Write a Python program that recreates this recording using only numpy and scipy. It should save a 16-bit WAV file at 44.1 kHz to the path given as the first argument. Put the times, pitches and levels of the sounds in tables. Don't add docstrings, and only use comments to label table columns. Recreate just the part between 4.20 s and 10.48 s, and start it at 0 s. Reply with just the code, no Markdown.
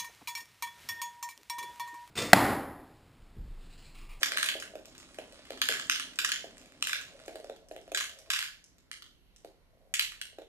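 import sys
import numpy as np
from scipy import signal
from scipy.fft import rfft, irfft, next_fast_len
from scipy.io import wavfile
from scipy.ndimage import uniform_filter1d

SR = 44100
rng = np.random.default_rng(int(sys.argv[2]) if len(sys.argv) > 2 else 0)


def wav_record(signal):
    frames = np.transpose(np.atleast_2d(signal))
    bounded = np.clip(frames, -1, 1)
    quanta = np.round(bounded * 32767).astype(np.int16)
    wavfile.write(sys.argv[1], SR, quanta)


def level_to_linear(level):
    exponent = np.asarray(level, float) / 20
    return 10 ** exponent


N = 276933

# [t/s, level/dB, truck bed share/dB, glass share/dB, share sent into the room/dB]
LANDINGS = [(0.0313, -9.5, -7.5, -9.5, -7.5), (0.1723, -15.5, -7, -15.5, -3), (0.2289, -12, -6, -9, -7),
            (0.2873, -13.5, -13.5, -13, -2.5), (1.4163, -11.5, -10.5, -10, -3),
            (1.4874, -11.5, -9.5, -13.5, -2.5), (1.6976, -9.5, -11, -9.5, -3.5),
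            (1.9883, -14.5, -13, -10.5, -3), (2.0473, -14.5, -6.5, -9, -5), (2.1181, -14.5, -14, -12, -1),
            (2.625, -12, -12, -12, -6), (2.7309, -15.5, -9.5, -15, -2.5), (3.7474, -17.5, -9, -7, -4),
            (4.1023, -13.5, -16.0, -11.5, -3), (4.7144, -24.0, -27, -16, -2.5),
            (5.7396, -13.5, -22, -9.5, -3), (5.7945, -8, -14.5, -22, -6), (6.0142, -20, -18, -15.5, -4.5)]
# [t/s, level/dB, truck bed share/dB, glass share/dB]
BOUNCES = [(0.0587, -29, 1.5, -3), (0.1195, -18.0, -8, -15.5), (0.1827, -21.5, -7, -9),
           (0.2114, -23.5, -8.5, -12), (0.2421, -22.5, -6.5, -14.0), (0.2607, -17, -29, -19),
           (0.424, -27, -9.5, -14.5), (1.4393, -30.5, 2, -1), (1.523, -19.0, -9, -7.5),
           (1.538, -28, -8, -10.5), (1.57, -29.5, -6, -11), (1.5972, -24.5, -4.5, -9),
           (1.7192, -20.5, -12, -10), (1.759, -19, -17, -17), (1.7973, -19.5, -7.5, -16),
           (2.0901, -18.0, -13, -14), (2.6712, -17, -13, -11), (2.6942, -23.0, -9, -13),
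           (2.8127, -31.5, -8, -11), (3.7733, -13, -16, -17.5), (3.8082, -24.5, -2.5, -3.5),
           (3.8586, -43, 0.5, -5.0), (4.1347, -16.5, -19, -12), (4.1604, -22, -8.5, -13),
           (4.1904, -16.5, -12.5, -20), (4.2259, -21.5, -10, -12), (4.8221, -36, -4, -13),
           (5.81, -18.5, -16, -15), (5.8233, -25.5, -16, -8.5), (5.9205, -35, 1.5, -15)]
# [t/s, level/dB]
RATTLES = [(0.11, -32.5), (0.1409, -37.0), (0.1561, -36.5), (0.1674, -14), (0.3107, -26), (0.3387, -24),
           (1.7409, -29), (2.0699, -28), (2.1345, -24), (2.1706, -33), (2.6373, -25), (2.7439, -32),
           (2.7654, -21), (2.7889, -38), (2.8406, -42.5), (3.7901, -33.5), (3.8017, -17.5), (3.8408, -17.5),
           (3.8947, -24.5), (4.1192, -18.5), (4.1485, -30.5), (4.1665, -20), (4.2078, -20), (4.261, -26),
           (5.754, -21), (5.8503, -35), (5.9523, -39.0), (6.054, -35)]
# [t/s, level/dB, cardboard share/dB]
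KISSES = [(0.4, -26.5, -8), (0.656, -30.5, -13), (0.78, -31, -21), (0.7998, -39, -5), (1.124, -48.5, 10.5),
          (1.391, -39.5, 2), (1.67, -32.5, -15), (1.958, -33.5, -13), (2.381, -37.5, -10),
          (2.609, -45.5, -1.5), (3.0603, -38, -22.5), (3.486, -40.0, -8.5), (3.5224, -39, -28.5),
          (3.614, -41.5, -10), (3.718, -33.5, 2.5), (3.9885, -34.0, -10.5), (4.441, -38, -22),
          (4.5832, -45, -11), (5.162, -41, -9.0)]
# [t/s, level/dB]
GRAZES = [(0.5899, -54), (0.7511, -48), (0.9445, -45), (1.2531, -46), (1.3753, -40), (1.9359, -44.5),
          (2.37, -49), (2.4147, -45.5), (2.4587, -45), (2.5217, -51), (2.9999, -48), (3.3622, -47)]


def contacts():
    bounce_room_db, rattle_room_db, kiss_room_db, tick_room_db = -1.5, -4, -4, -4.5
    rows = [tuple(row) for row in LANDINGS]
    rows += [(*row, bounce_room_db) for row in BOUNCES]
    rows += [(s, db - 7.5, -13, -16.5, rattle_room_db) for s, db in RATTLES]
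    rows += [(s, db + paper_db, -30, -11 - paper_db, kiss_room_db) for s, db, paper_db in KISSES]
    ticks = list(GRAZES)
    tick_late_s = 0.0013
    ticks += [(s + tick_late_s, db + tick_db) for s, db, _, tick_db in THUMPS]
    rows += [(s, db + 6, -9.5, -17.5, tick_room_db) for s, db in ticks]
    return np.transpose(rows)


# [f/Hz, level/dB, time to fade by 60 dB/s]
TRUCK_BED = [(1330, -3, .006), (1500, 1, .009), (1680, 2, .01)]
# [f/Hz, level/dB, time to fade by 60 dB/s]
TRUCK_WALLS = [(2000, -3, .004), (2400, -1, .004), (2850, 1, .0045), (3300, 0, .004), (3800, -2, .0035),
               (4400, -5, .003)]
# [f/Hz, level/dB, time to fade by 60 dB/s]
GLASS = [(5476, 0.5, 0.0022), (6350, 2, 0.0028), (6840, 4.5, 0.0021), (8710, -1.5, 0.0017),
         (9650, -3.5, 0.00089), (11210, -2, 0.0012), (12950, -1, 0.00095)]


def clacks():
    s, db, bed_db, glass_db, room_db = contacts()
    lasting = np.clip((db + 45) / 22, .45, 1)[:, None, None]
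    hits = strike(s, db + bed_db + 2.5, TRUCK_BED, 2.2, 0.025, turns=0.63, lasting=lasting, room_db=room_db)
    hits += strike(s, db - 3.0, TRUCK_WALLS, 1.5, .03, turns=0.32, lasting=lasting ** .5, room_db=room_db)
    hits += strike(s, db + glass_db + 7.5, GLASS, 1.42, 0.026, turns=0.27, room_db=room_db)
    towards_phone_db, into_room_db = 0, -6
    snaps = cracks(s, db - 11) * level_to_linear([[towards_phone_db], [into_room_db]])
    return steep(hits, 1197, 20000) + snaps


def cracks(times, peak_db):
    fade_s = .0012
    starts = np.zeros(N)
    np.add.at(starts, (times * SR).astype(int), level_to_linear(peak_db))
    fade = signal.lfilter([1], [1, -np.exp(-1 / (fade_s * SR))], starts)
    return band(fade * rng.standard_normal(N), 4200, 3.8)


def strike(times, peak_db, modes, scatter_db, detune, favour_db=0, turns=2, lasting=1, room_db=0, flip=np.pi):
    hz, db, t60 = np.transpose(modes)[:, None, :, None]
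    t = np.arange(int(min(t60.max(), .15) * SR)) / SR
    chance = rng.standard_normal((len(times), len(modes), 3))
    gain = level_to_linear(db + favour_db + scatter_db * chance[..., :1])
    pitch = hz * (1 + detune * chance[..., 1:2])
    phase = 2 * np.pi * pitch * t + turns * chance[..., 2:]
    phase += flip * np.arange(len(modes))[:, None]
    fade = np.exp(-np.log(1000) * t / (t60 * lasting))
    blows = (gain * fade * np.sin(phase)).sum(axis=1)
    blows *= (level_to_linear(peak_db) / np.abs(blows).max(axis=1))[:, None]
    out = np.zeros((2, N + len(t)))
    for s, blow, wet in zip(times, blows, level_to_linear(room_db + 0 * times)):
        start = int(s * SR)
        out[:, start:start + len(t)] += blow * np.array([[1], [wet]])
    return out[:, :N]


def band(x, hz, octaves):
    edges = hz * 2 ** (np.array([-.5, .5]) * octaves)
    edges = np.minimum(edges, SR / 2 * .95)
    return signal.sosfilt(signal.butter(2, edges, "band", fs=SR, output="sos"), x)


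def steep(x, lo_hz, hi_hz):
    return signal.sosfilt(signal.butter(5, [lo_hz, hi_hz], "band", fs=SR, output="sos"), x)


# [t/s, level/dB, strongest f/Hz, contact tick against the bump/dB]
THUMPS = [(0.016, -40, 581.0, -9.0), (0.119, -40.5, 651.0, -11), (0.156, -42, 576.0, -19),
          (0.352, -31.5, 571.0, -17.5), (0.536, -41, 624.0, -28), (0.553, -32, 574, -8),
          (0.593, -51.5, 571.0, -6), (0.672, -49, 627.0, -20.5), (0.827, -56, 581.0, 2),
          (0.906, -52, 560.0, -9), (0.985, -30.0, 659.0, -8.5), (1.129, -47.5, 587.0, -12),
          (1.191, -47, 565.0, -22.0), (1.304, -30, 553, -4.5), (1.493, -30, 444.0, -12.5),
          (2.241, -33.5, 651.0, -10), (3.079, -30.5, 583, -7), (3.144, -39.5, 447.0, -18),
          (3.155, -33, 638.0, -6), (3.199, -39.5, 560, -7.5), (3.243, -35, 581.0, -7),
          (3.296, -29.5, 580, -13.5), (3.511, -32.5, 638.0, -12.5), (3.562, -35.5, 633.0, -6),
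          (3.677, -41.5, 643.0, -8.5), (3.717, -30, 654.0, -11.5), (5.246, -35, 651.0, -10.5),
          (6.128, -56, 620, -19.5), (6.184, -32.5, 625, -13.5), (6.217, -43, 565.0, -9)]
# [f/Hz, level/dB, time to fade by 60 dB/s]
BOWL = [(369, -8, 0.027), (459.4, 4.5, 0.1), (530, 3, 0.032), (548, -2.5, 0.21), (602.5, -13.5, 0.037),
        (637, 9, 0.093), (715, -12.5, 0.15), (569, 14.5, 0.025)]


def thumps():
    s, db, hz, _ = np.transpose(THUMPS)
    hop_s, hop_db, hop_pitch = 0.013, -10, .86
    s = np.append(s, s + hop_s)
    db = np.append(db, db + hop_db)
    hz = np.append(hz, hz * hop_pitch)
    octaves_off = np.abs(np.log2(hz[:, None] / np.array(BOWL)[:, 0]))
    favour_db = -12 * octaves_off[..., None]
    blows = strike(s, db + 1.5, BOWL, 1.7, 0.019, favour_db, turns=0.52, flip=0)
    return steep(blows, 294, 840)


# [t/s, on the track level/dB, circling the bowl level/dB, scuffing the paper level/dB]
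ROLL = [(0, -63.5, -62.5, -47), (.45, -65.5, -61, -67), (.75, -63.5, -80, -64), (1.15, -67, -71, -60),
        (1.55, -61.5, -62.5, -59), (1.9, -64.5, -73.5, -61.5), (2.3, -64.5, -65.5, -64),
        (2.8, -70, -73, -67), (2.96, -65, -62.5, -63), (3.3, -78, -64, -67.5), (3.42, -80, -67.5, -81.5),
        (3.7, -74, -70, -71.5), (4.08, -75.5, -64.5, -68.5), (4.32, -85.5, -85, -79),
        (5.0, -87.5, -88.5, -91), (5.45, -94, -86, -90), (5.68, -93, -68, -83.5), (5.95, -89, -83, -85)]
# [f/Hz, level/dB, time to fade by 60 dB/s]
TRACK = [(115, -7, 0.013), (160, -15, 0.018), (207.5, -4.5, 0.041), (260.6, 1.5, 0.14), (294.3, -11, 0.033)]


def rolling():
    s, *columns = np.transpose(ROLL)
    t = np.arange(N) / SR
    track, bowl, scuff = (level_to_linear(np.interp(t, s, column)) for column in columns)
    hum = unit(ring(grains(600, 0.98), TRACK))
    circling = unit(steep(ring(grains(500, 2.9), BOWL), 386, 770))
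    grit = unit(band(grains(400, 4.8), 1900, 2.4))
    hiss = unit(band(grains(790, 4), 7200, 0.92))
    out = track * level_to_linear(1.1 * walk(13) + 2.0) * hum
    out += bowl * level_to_linear(2 * walk(17) + 2.0) * circling
    out += scuff * level_to_linear(1.6 * walk(9.4) - 1) * grit
    out += scuff * level_to_linear(1.5 * walk(7.8) - 10.5) * hiss
    return out


def grains(rate, spread):
    hits = rng.random(N) < rate / SR
    size = level_to_linear(spread * np.minimum(rng.exponential(size=N), 4))
    return hits * size * rng.choice([-1, 1], N)


def ring(x, modes):
    out = 0
    for hz, db, t60 in modes:
        r = 1000 ** (-1 / (t60 * SR))
        resonance = [1, -2 * r * np.cos(2 * np.pi * hz / SR), r * r]
        out = out + level_to_linear(db) * (1 - r) ** .5 * signal.lfilter([1, 0, -1], resonance, x)
    return unit(out)


def walk(rate):
    k = int(SR / rate)
    steps = np.repeat(rng.standard_normal(N // k + 1), k)
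    return unit(uniform_filter1d(uniform_filter1d(steps, k), k)[:N])


def unit(x):
    return x / np.sqrt(np.mean(x ** 2))


# [t/s, level/dB]
NEAR = [
    [(.0007, -2.5), (.0015, -21.5), (.0024, -10.5)],
    [(.0005, -13.5), (.0017, -6.5), (.0021, -21.5)],
]


def near_echoes(hard):
    return np.array([sum(level_to_linear(db) * np.roll(hard[0], int(s * SR)) for s, db in port) for port in NEAR])


# [f/Hz, level/dB, time to fade by 60 dB/s]
ROOM = [(285, -9, 0.43), (616, -23, 0.14), (1147, -5.5, 0.34), (2575, -5.5, 0.38), (4640, -3.5, 0.4),
        (9050, -2.5, 0.33), (13600, -25.5, 0.54)]


def room(x):
    patterns, pattern_s = 5, .11
    t = np.arange(int(.6 * SR)) / SR
    pattern = np.repeat(rng.integers(patterns, size=int(N / SR / pattern_s) + 2), int(pattern_s * SR))[:N]
    out = 0
    for k in range(patterns):
        lumps = level_to_linear(4.0 * np.exp(-t / .07) * walk(600)[:len(t)])
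        tail = 0
        for hz, db, t60 in ROOM:
            shared, own = band(rng.standard_normal((2, len(t))), hz, 0.98)
            alike = np.clip(.88 - hz / 6000, .15, 1)
            ports = np.array([shared, alike * shared + np.sqrt(1 - alike ** 2) * own])
            onset = np.clip((t - .002) / 0.00061, 0, 1)
            fade = np.exp(-np.log(1000) * t / t60) * onset
            tail = tail + level_to_linear(db - 21) * lumps * fade * ports
        here = uniform_filter1d(1. * (pattern == k), size=200)
        out = out + signal.fftconvolve((x * here)[None], tail, axes=1)[:, :N]
    return out


# [f/Hz, level/dB per Hz]
AIR = [(24, -9.5), (95, -21.5), (219, -24.5), (500, -35), (4710, -46.5), (9500, -58), (13800, -42.5),
       (14800, -59.5)]


def air():
    hz, db = np.transpose(AIR)
    out = 0
    for f in 32 * 2 ** np.arange(0, 9.1, .5):
        mid, side = band(rng.standard_normal((2, N)), f, 0.38)
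        wide = .6 if 100 < f < 900 else .8
        level = level_to_linear(np.interp(np.log(f), np.log(hz), db) + 2 * walk(5.4))
        out = out + level * (mid + wide * side * np.array([[1], [-1]]))
    return unit(out) * level_to_linear(-65.5)


# [f/Hz, left minus right level/dB]
PORTS = [(60, -2.5), (150, 0), (600, -.4), (1200, -1.2), (2500, -2.8), (5000, -2.7), (8500, .5),
         (13000, -1)]


def hear(sound):
    lag = 5.42
    size = next_fast_len(N)
    f = np.fft.rfftfreq(size, 1 / SR) + 1
    hz, db = np.transpose(PORTS)
    shade = level_to_linear(np.interp(np.log(f), np.log(hz), db) / 2)
    delay = np.exp(-2j * np.pi * f / SR * lag)
    left = irfft(rfft(sound[0], size) * shade * delay, size)
    right = irfft(rfft(sound[1], size) / shade, size)
    return np.array([left, right])[:, :N]


def scene():
    hard = clacks()
    roll_room_db = -5.5
    toy, sent = hard + thumps() + rolling() * level_to_linear([[0], [roll_room_db]])
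    return hear(toy + near_echoes(hard) + room(sent) + air())


def low_pass(x):
    return signal.sosfilt(signal.butter(12, 15600, fs=SR, output="sos"), x)


def record(dry):
    mix = signal.sosfilt(signal.cheby2(7, 40, 15500, fs=SR, output="sos"), dry)
    return low_pass(mix)


dry = scene()
out = record(dry)
wav_record(out)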